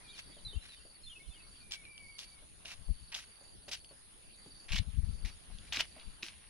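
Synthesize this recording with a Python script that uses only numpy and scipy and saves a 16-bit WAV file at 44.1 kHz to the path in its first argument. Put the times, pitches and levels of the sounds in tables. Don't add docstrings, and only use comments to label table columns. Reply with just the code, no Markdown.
import sys
import numpy as np
from scipy import signal
from scipy.fft import rfft, irfft, next_fast_len
from scipy.io import wavfile
from scipy.ndimage import uniform_filter1d, map_coordinates

SR = 44100
rng = np.random.default_rng(int(sys.argv[2]) if len(sys.argv) > 2 else 0)


def store_wav(level_fs):
    pcm = np.round(np.clip(np.atleast_2d(level_fs), -1, 1) * 32767)
    wavfile.write(sys.argv[1], SR, pcm.T.astype(np.int16))


def linear_from_db(decibels):
    return 10 ** (np.asarray(decibels, float) / 20)


N = 286517


def steps():
    left, right = scuffs() + ticks() + pats() + squeak()
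    lag = np.linspace(6.5, -0.8, N)
    return np.array([map_coordinates(left, [np.arange(N) - lag], order=3), right])


# onset t/s, length t/s, first level/dB, last level/dB, treble gain level/dB
DRAGS = [(0.143, 0.055, -71, -52, 13), (0.624, 0.12, -59, -62, 5), (1.709, 0.048, -47.5, -55.5, 15.5),
         (2.182, 0.061, -56, -59.5, 16), (2.65, 0.087, -53, -50.5, 9.5), (3.118, 0.032, -51, -51, 1),
         (3.145, 0.096, -44.5, -62.5, 12.5), (3.681, 0.012, -47, -52.5, 13.5),
         (3.713, 0.035, -48, -45.5, 14.5), (4.683, 0.032, -48.5, -51.5, 1),
         (4.719, 0.069, -47.5, -45.5, 11.5), (5.248, 0.05, -54.5, -56, 10.5), (5.61, 0.08, -73, -65, 8),
         (5.723, 0.05, -38.5, -39.5, 7), (5.777, 0.032, -43.5, -34, 5.5), (5.892, 0.14, -74, -59.5, -16),
         (6.225, 0.071, -49, -60, 11), (6.279, 0.21, -63.5, -72, -2)]
# f/Hz, relative density level/dB per Hz
GRIT_SPECTRUM = [(400, -27), (620, -3.5), (1340, -5), (2200, 0.5), (3420, -3.5), (5850, -10.5),
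                 (7250, -20.5), (15600, -38)]


def scuffs():
    level, treble = np.zeros(N), np.zeros(N)
    for s, length, first_db, last_db, treble_db in DRAGS:
        t = np.arange(round((length + 0.047) * SR)) / SR
        times = [0, length, length + 0.012, length + 0.022]
        drag = linear_from_db(np.interp(t, times, [first_db, last_db, last_db - 17.0, last_db - 21.5]))
        add(level, s, drag * (1 - np.exp(-t / 0.00014)))
        add(treble, s, drag * (1 - np.exp(-t / 0.00083)) * linear_from_db(treble_db))
    dust = colour(rng.standard_normal((3, N)), GRIT_SPECTRUM)
    low = signal.sosfiltfilt(signal.butter(2, 4300, fs=SR, output="sos"), dust)
    high = dust - low
    grit = colour(grains(900), [(700, -12), (2000, 0), (8000, 0)])
    body = 0.6 * low[0] + 0.75 * grit
    sole_hz, sole_width_hz, sole_db = 3240, 1400, -6.5
    ring = unit(signal.lfilter(*signal.iirpeak(sole_hz, sole_hz / sole_width_hz, SR), body))
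    body = patchy(body + linear_from_db(sole_db) * ring, depth_db=2.5)
    bright = 0.35 * high[0] + 0.75 * high[1:]
    return linear_from_db(2.5 * wobble(150)) * (level * body + treble * bright)


def grains(rate):
    r, t = rng.random((round(rate * N / SR), 3)), np.arange(SR // 400) / SR
    hz = 1600 * 3 ** r[:, 1:2]
    size = linear_from_db(-3.3 * np.log(r[:, 2:] + 0.01))
    rings = size * t * hz * np.exp(-t * hz / 0.34) * np.sin(2 * np.pi * hz * t)
    at = (r[:, :1] * N).astype(int) + np.arange(len(t))
    return unit(np.bincount(at.ravel(), rings.ravel())[:N])


def patchy(x, depth_db):
    z = signal.stft(x, nperseg=256)[2]
    patches = uniform_filter1d(rng.standard_normal(z.shape[-2:]), size=4, axis=0)
    patches = uniform_filter1d(patches, size=5, axis=1)
    return unit(signal.istft(z * linear_from_db(depth_db * unit(patches)), nperseg=256)[1][..., :N])


# onset t/s, level/dB before mode weights, nominal lowest mode f/Hz
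PEBBLES = [(0.199, -39, 2720), (1.721, -26, 3400), (1.7373, -29.5, 3300), (1.853, -42.5, 2670),
           (1.979, -38, 2930), (2.191, -29.5, 3400), (2.657, -33.5, 2900), (3.144, -28, 3340),
           (3.149, -24.5, 3500), (3.846, -43.5, 3200), (4.7212, -27.5, 3030), (4.7264, -27.5, 2580),
           (4.744, -29.5, 2930), (4.747, -32, 2670), (5.5862, -40.5, 3380), (5.771, -22, 2470),
           (5.8066, -23, 2920), (6.2305, -25.5, 2590)]


def ticks():
    out, t = np.zeros(N), np.arange(SR // 50) / SR
    for (s, db, hz), r in zip(PEBBLES, rng.standard_normal((len(PEBBLES), 3))):
        modes_hz = hz * np.array([1, 1.45, 1.9]) * (1 + [0.02, 0.09, 0.09] * r)
        ring = linear_from_db([6.5, 1, -2]) @ np.sin(2 * np.pi * np.outer(modes_hz, t))
        envelope = linear_from_db(db - 60 * t / 0.0045) * (1 - np.exp(-t / 0.0003))
        add(out, s, envelope * ring)
    return out


# onset t/s, level/dB of the knock, centre f/Hz
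FOOTFALLS = [(0.294, -54.5, 280), (0.367, -55.5, 581), (0.531, -54.5, 353), (0.851, -57.5, 599),
             (2.422, -62, 586), (2.649, -56.5, 651), (2.883, -57.5, 543), (3.41, -59.5, 566),
             (3.68, -49, 572), (3.91, -54.5, 547), (4.46, -51, 281), (5.268, -58.5, 263), (5.5, -59.5, 760),
             (5.772, -48, 300), (5.964, -53.5, 649), (6.23, -52.5, 339)]


def pats():
    out, t = np.zeros(N), np.arange(SR // 8) / SR
    for (s, db, hz), r in zip(FOOTFALLS, rng.standard_normal((len(FOOTFALLS), len(t)))):
        slip = 14 * uniform_filter1d(r, size=150)
        knock = np.sin(2 * np.pi * hz * t + slip)
        thud = 0.5 * np.sin(2 * np.pi * 240 * t - slip)
        add(out, s, linear_from_db(db - 60 * t / 0.13) * (1 - np.exp(-t / 0.00012)) * (knock + thud))
    return out


# onset t/s, length t/s, first f/Hz, last f/Hz, fundamental level/dB
SQUEAK_GLIDE = (5.59, .06, 620, 730, -78)


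def squeak():
    s, hz, db = glide(*SQUEAK_GLIDE)
    return whistled([(s, hz, db), (s, 2 * hz, db + 5)], 0.01)


# onset t/s, nominal f/Hz, level/dB
TUMBLING_NOTES = [(0.077, 3395, -59.5), (0.088, 3760, -57.5), (0.447, 4015, -45.5), (0.476, 3740, -48.5),
                  (0.5, 3530, -57), (.526, 3105, -54.5), (0.551, 2760, -57.5), (1.033, 4150, -52.5),
                  (1.063, 3515, -49), (1.094, 3170, -53), (1.112, 2910, -55), (1.152, 2620, -56.5),
                  (1.196, 2200, -58.5)]
# onset t/s, length t/s, first f/Hz, last f/Hz, level/dB
SLURRED_NOTES = [(0.112, 0.045, 3660, 2910, -60), (0.1, 0.027, 3950, 4940, -63),
                 (0.127, .062, 4940, 3210, -58)]
# delay t/s, mean level/dB
BANK_ECHOES = [(.16, -16), (.239, -6.5)]
# onset t/s, length t/s, held f/Hz, final fall f/Hz, level/dB
WHISTLED_NOTES = [(0.041, 0.044, 2394, 37, -62), (.088, 0.037, 2340, 0, -62), (.13, 0.042, 2370, 0, -60.5),
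                  (1.603, 0.08, 2400, 62, -65.5), (1.694, 0.14, 2300, 115, -60),
                  (1.834, .24, 2341, 171, -57), (2.079, 0.097, 2240, 98, -59.5),
                  (2.221, 0.18, 2313, 180, -68)]


def birds():
    u = np.linspace(0, 1, round(0.031 * SR))
    slide_in, upturn = 0.08 * np.exp(-u / 0.12), 0.05 * (u ** 3 - 0.4)
    notes = [(s, hz * (1 + slide_in + upturn), db) for s, hz, db in TUMBLING_NOTES]
    first = whistled(notes + [glide(*row) for row in SLURRED_NOTES], 0.0094)
    out = first + whistled([droop(*row) for row in WHISTLED_NOTES], 0.0072)
    dull = signal.sosfilt(signal.butter(2, 3800, fs=SR, output="sos"), first)
    for delay, db in BANK_ECHOES:
        add(out, delay, linear_from_db(db + 3 * wobble(30)) * dull)
    return out


def whistled(notes, waver):
    out, bend = np.zeros(N), 1 + waver * wobble(90)
    for s, hz, db in notes:
        t = np.arange(len(hz)) / SR
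        ends = np.clip(np.minimum(t, t[::-1]) / 0.005, 0, 1)
        phase = 2 * np.pi * np.cumsum(hz * bend[round(s * SR):][:len(t)]) / SR
        add(out, s, linear_from_db(db) * ends * np.sin(phase))
    return out * linear_from_db(1.8 * wobble(45))


def glide(s, length, first_hz, last_hz, db):
    return s, np.linspace(first_hz, last_hz, round(length * SR)), db


def droop(s, length, hz, fall_hz, db):
    t = np.arange(round(length * SR)) / SR
    flick_hz_per_s, settle_s, fall_power = 930, 0.0161, 3.5
    flick = flick_hz_per_s * length * np.exp(-t / settle_s)
    return s, hz + flick - fall_hz * (t / length) ** fall_power, db


# (last chirp t/s, nominal level/dB)
CHIRPERS = [(0.5, 4590, 7.45, 22.4, [(0.309, -53.5), (.943, -54), (1.602, -53), (2.319, -55),
            (3.118, -54.5), (3.889, -55), (4.597, -53), (5.312, -54), (6.139, -58.5)]),
            (-10, 4640, 10.25, 24, [(0.551, -60), (2.278, -57.5), (3.522, -56.5), (4.63, -57),
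            (6.035, -59)])]


def crickets():
    out = np.zeros((2, N))
    for pan_db, pitch_hz, chirps, rate, phrases in CHIRPERS:
        for last, db in phrases:
            hz = pitch_hz + rng.normal(0, 29)
            for left in range(round(chirps)):
                grow_db = -9 * (left / chirps) ** 2 + rng.normal(0, 0.56)
                for j, weight in enumerate((0.9, 1.05, 0.55)):
                    size = weight * linear_from_db(db + grow_db + rng.normal(0, 0.35)) * sides(pan_db)
                    tone = stroke(hz + rng.normal(0, 40), 0.0085, 0.7)
                    add(out, last - left / rate + j * 0.0118, size * tone)
    return out


def far_cricket():
    out = np.zeros(N)
    for start in 0.06 + 0.2388 * np.arange(27):
        db = -72.5 + rng.normal(0, 1)
        for j in range(11):
            tone = stroke(6900 + rng.normal(0, 90), 0.011, 0.8)
            add(out, start + j * 0.0135, linear_from_db(db + rng.normal(0, 3)) * tone)
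    return out * sides(0.025)


def stroke(hz, length, rise):
    t = np.arange(round(length * SR)) / SR
    phase = 2 * np.pi * hz * t * (1 - 0.01 * t / length) + rng.uniform(0, 2 * np.pi)
    return np.sin(np.pi * (t / length) ** rise) * np.sin(phase)


# f/Hz, relative density level/dB per Hz
CHORUS_SPECTRUM = [(7700, -45), (8300, -16), (8900, -3), (9900, 0), (10700, -7), (11100, -35), (12000, -80)]


def katydids():
    right = linear_from_db(-67.5) * katydid(108.5, 1.4) * sides(-9)
    left = linear_from_db(-70) * katydid(101.7, 0.4) * sides(11)
    near = [np.roll(right[0], 2) + left[0], right[1] + left[1]]
    chorus = colour(rng.standard_normal((2, N)), CHORUS_SPECTRUM) * sides(1.5)
    return near + linear_from_db(-64.5) * chorus


def katydid(rate, sway):
    stage = np.cumsum(rate + sway * wobble(1.1) + 4 * wobble(60)) / SR % 1
    hz = 10650 - 2100 * stage + 120 * wobble(900)
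    swell = np.sin(np.pi * np.clip(stage / 0.85, 0, 1)) ** 1.4
    rasp = swell * linear_from_db(0.29 * wobble(700)) * np.sin(2 * np.pi * np.cumsum(hz) / SR)
    return unit(rasp) * linear_from_db(0.2 * wobble(3.27))


# centre t/s, level/dB, decay rate /s^-1 (also sets the swing),
# port (1 left, -1 right)
EDDIES = [(0.471, -36.5, 45.3, 1), (0.568, -28.5, 69.6, 1), (1.074, -44, 25.7, -1),
          (1.293, -37.5, 56.6, -1), (2.808, -37, 34.3, 1), (2.905, -23, 51, 1), (3.023, -40, 76, 1),
          (4.721, -34.5, 63.4, 1), (4.747, -21, 42, 1), (4.804, -20, 84, 1), (4.886, -28.5, 73, 1),
          (4.953, -29, 70.5, 1), (4.988, -18, 69, 1), (5.037, -22, 98.6, 1), (5.092, -21, 65, 1),
          (5.141, -32.5, 34.3, 1), (5.254, -27, 47, 1), (5.542, -34.5, 46, 1), (6.079, -39, 29, 1)]
# t/s, level/dB
BUFFETING = [(0, -68.5), (2.3, -69), (3.5, -67), (4.5, -76), (5.2, -57), (6.5, -67)]
# f/Hz, relative density level/dB per Hz
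RUMBLE_SPECTRUM = [(12, -62), (25, 3), (55, -0.5), (110, -7.5), (200, -14), (380, -47.5), (650, -85)]


def wind():
    s, db = np.transpose(BUFFETING)
    lumps = linear_from_db(3.5 * np.array([wobble(12), wobble(12)]))
    level = linear_from_db(np.interp(np.arange(N) / SR, s, db)) * lumps * sides(9.1)
    out, t = np.zeros((2, N)), np.arange(-SR // 12, SR // 12) / SR
    for (s, db, hz, port), (sign, skew) in zip(EDDIES, rng.uniform(-0.89, 1, (len(EDDIES), 2))):
        channel = int(port < 0)
        away = np.hypot(t, 0.004)
        swing = np.cos(2 * np.pi * hz * 1.2 * t / (1 + 22 * away) + 0.5 * skew) * np.exp(-away * hz)
        add(out[channel], s + t[0], np.sign(sign) * linear_from_db(db) * swing)
        add(level[channel], s + t[0], linear_from_db(db - 6.5) * np.exp(-(t / 0.016) ** 2))
    return out + level * colour(rng.standard_normal((2, N)), RUMBLE_SPECTRUM)


# f/Hz, relative density level/dB per Hz
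FIELD_SPECTRUM = [(35, -2.5), (60, -7.5), (119, -12), (198, -12), (713, -21), (1270, -21.5), (4470, -19.5),
                  (5490, -26), (8300, -35.5), (10800, -92), (18300, -120)]
# t/s, level/dB
LEAF_LEVEL = [(0, -60), (2.4, -62.5), (5.2, -60.5), (5.8, -58), (6.5, -59.5)]


def field():
    z = signal.stft(rng.standard_normal((2, N)), nperseg=512)[2]
    patches = uniform_filter1d(rng.standard_normal(z.shape[1:]), size=8, axis=0)
    patches = uniform_filter1d(patches, size=10, axis=1)
    pair = signal.istft(z * linear_from_db(2.4 * unit(patches)), nperseg=512)[1][:, :N]
    s, db = np.transpose(LEAF_LEVEL)
    level = linear_from_db(np.interp(np.arange(N) / SR, s, db) + wobble(2))
    return level * colour(pair, FIELD_SPECTRUM)


# f/Hz, 60 dB decay t/s before the distance factor
CANE_DECAY = [(300, 0.043), (3000, 0.44), (12000, 0.0083)]


def echoes(x, far):
    hz, t, z = signal.stft(rng.standard_normal((2, SR // 2)), SR, nperseg=256)
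    decay_s = far * along(CANE_DECAY, hz)[:, None]
    tail = signal.istft(z * linear_from_db(-60 * t / decay_s), SR, nperseg=256)[1]
    return signal.fftconvolve(x, tail / np.linalg.norm(tail[0]), axes=1)[:, :N]


def unit(x):
    return x / np.sqrt(np.mean(x ** 2) + 1e-20)


def along(points, hz):
    f, v = np.transpose(points)
    return np.interp(np.log(hz + 1), np.log(f + 1), v)


def wobble(rate):
    knots = rng.standard_normal(int(N * rate / SR) + 4)
    return map_coordinates(knots, [np.arange(N) * rate / SR])


def colour(x, spectrum):
    m = next_fast_len(N + 8192)
    gain = linear_from_db(along(spectrum, np.fft.rfftfreq(m, 1 / SR)))
    return unit(irfft(rfft(x, m) * gain, m)[..., :N])


def add(track, s, sound):
    part = track[..., max(round(s * SR), 0):][..., :sound.shape[-1]]
    part += sound[..., :part.shape[-1]]


def sides(pan_db):
    return linear_from_db(np.array([[pan_db / 2], [-pan_db / 2]]))


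def scene():
    walk, song, chirps = steps(), birds(), crickets() + far_cricket()
    wet = echoes(linear_from_db(-12.5) * walk + linear_from_db(-10.5) * chirps, 0.29)
    wet += linear_from_db(-9) * echoes(song[None], 0.9)
    return walk + song + chirps + wet + katydids() + wind() + field()


def low_pass(x):
    return signal.sosfilt(signal.butter(12, 15740, fs=SR, output="sos"), x)


def record(dry):
    return low_pass(dry)


dry = scene()
out = record(dry)
store_wav(out)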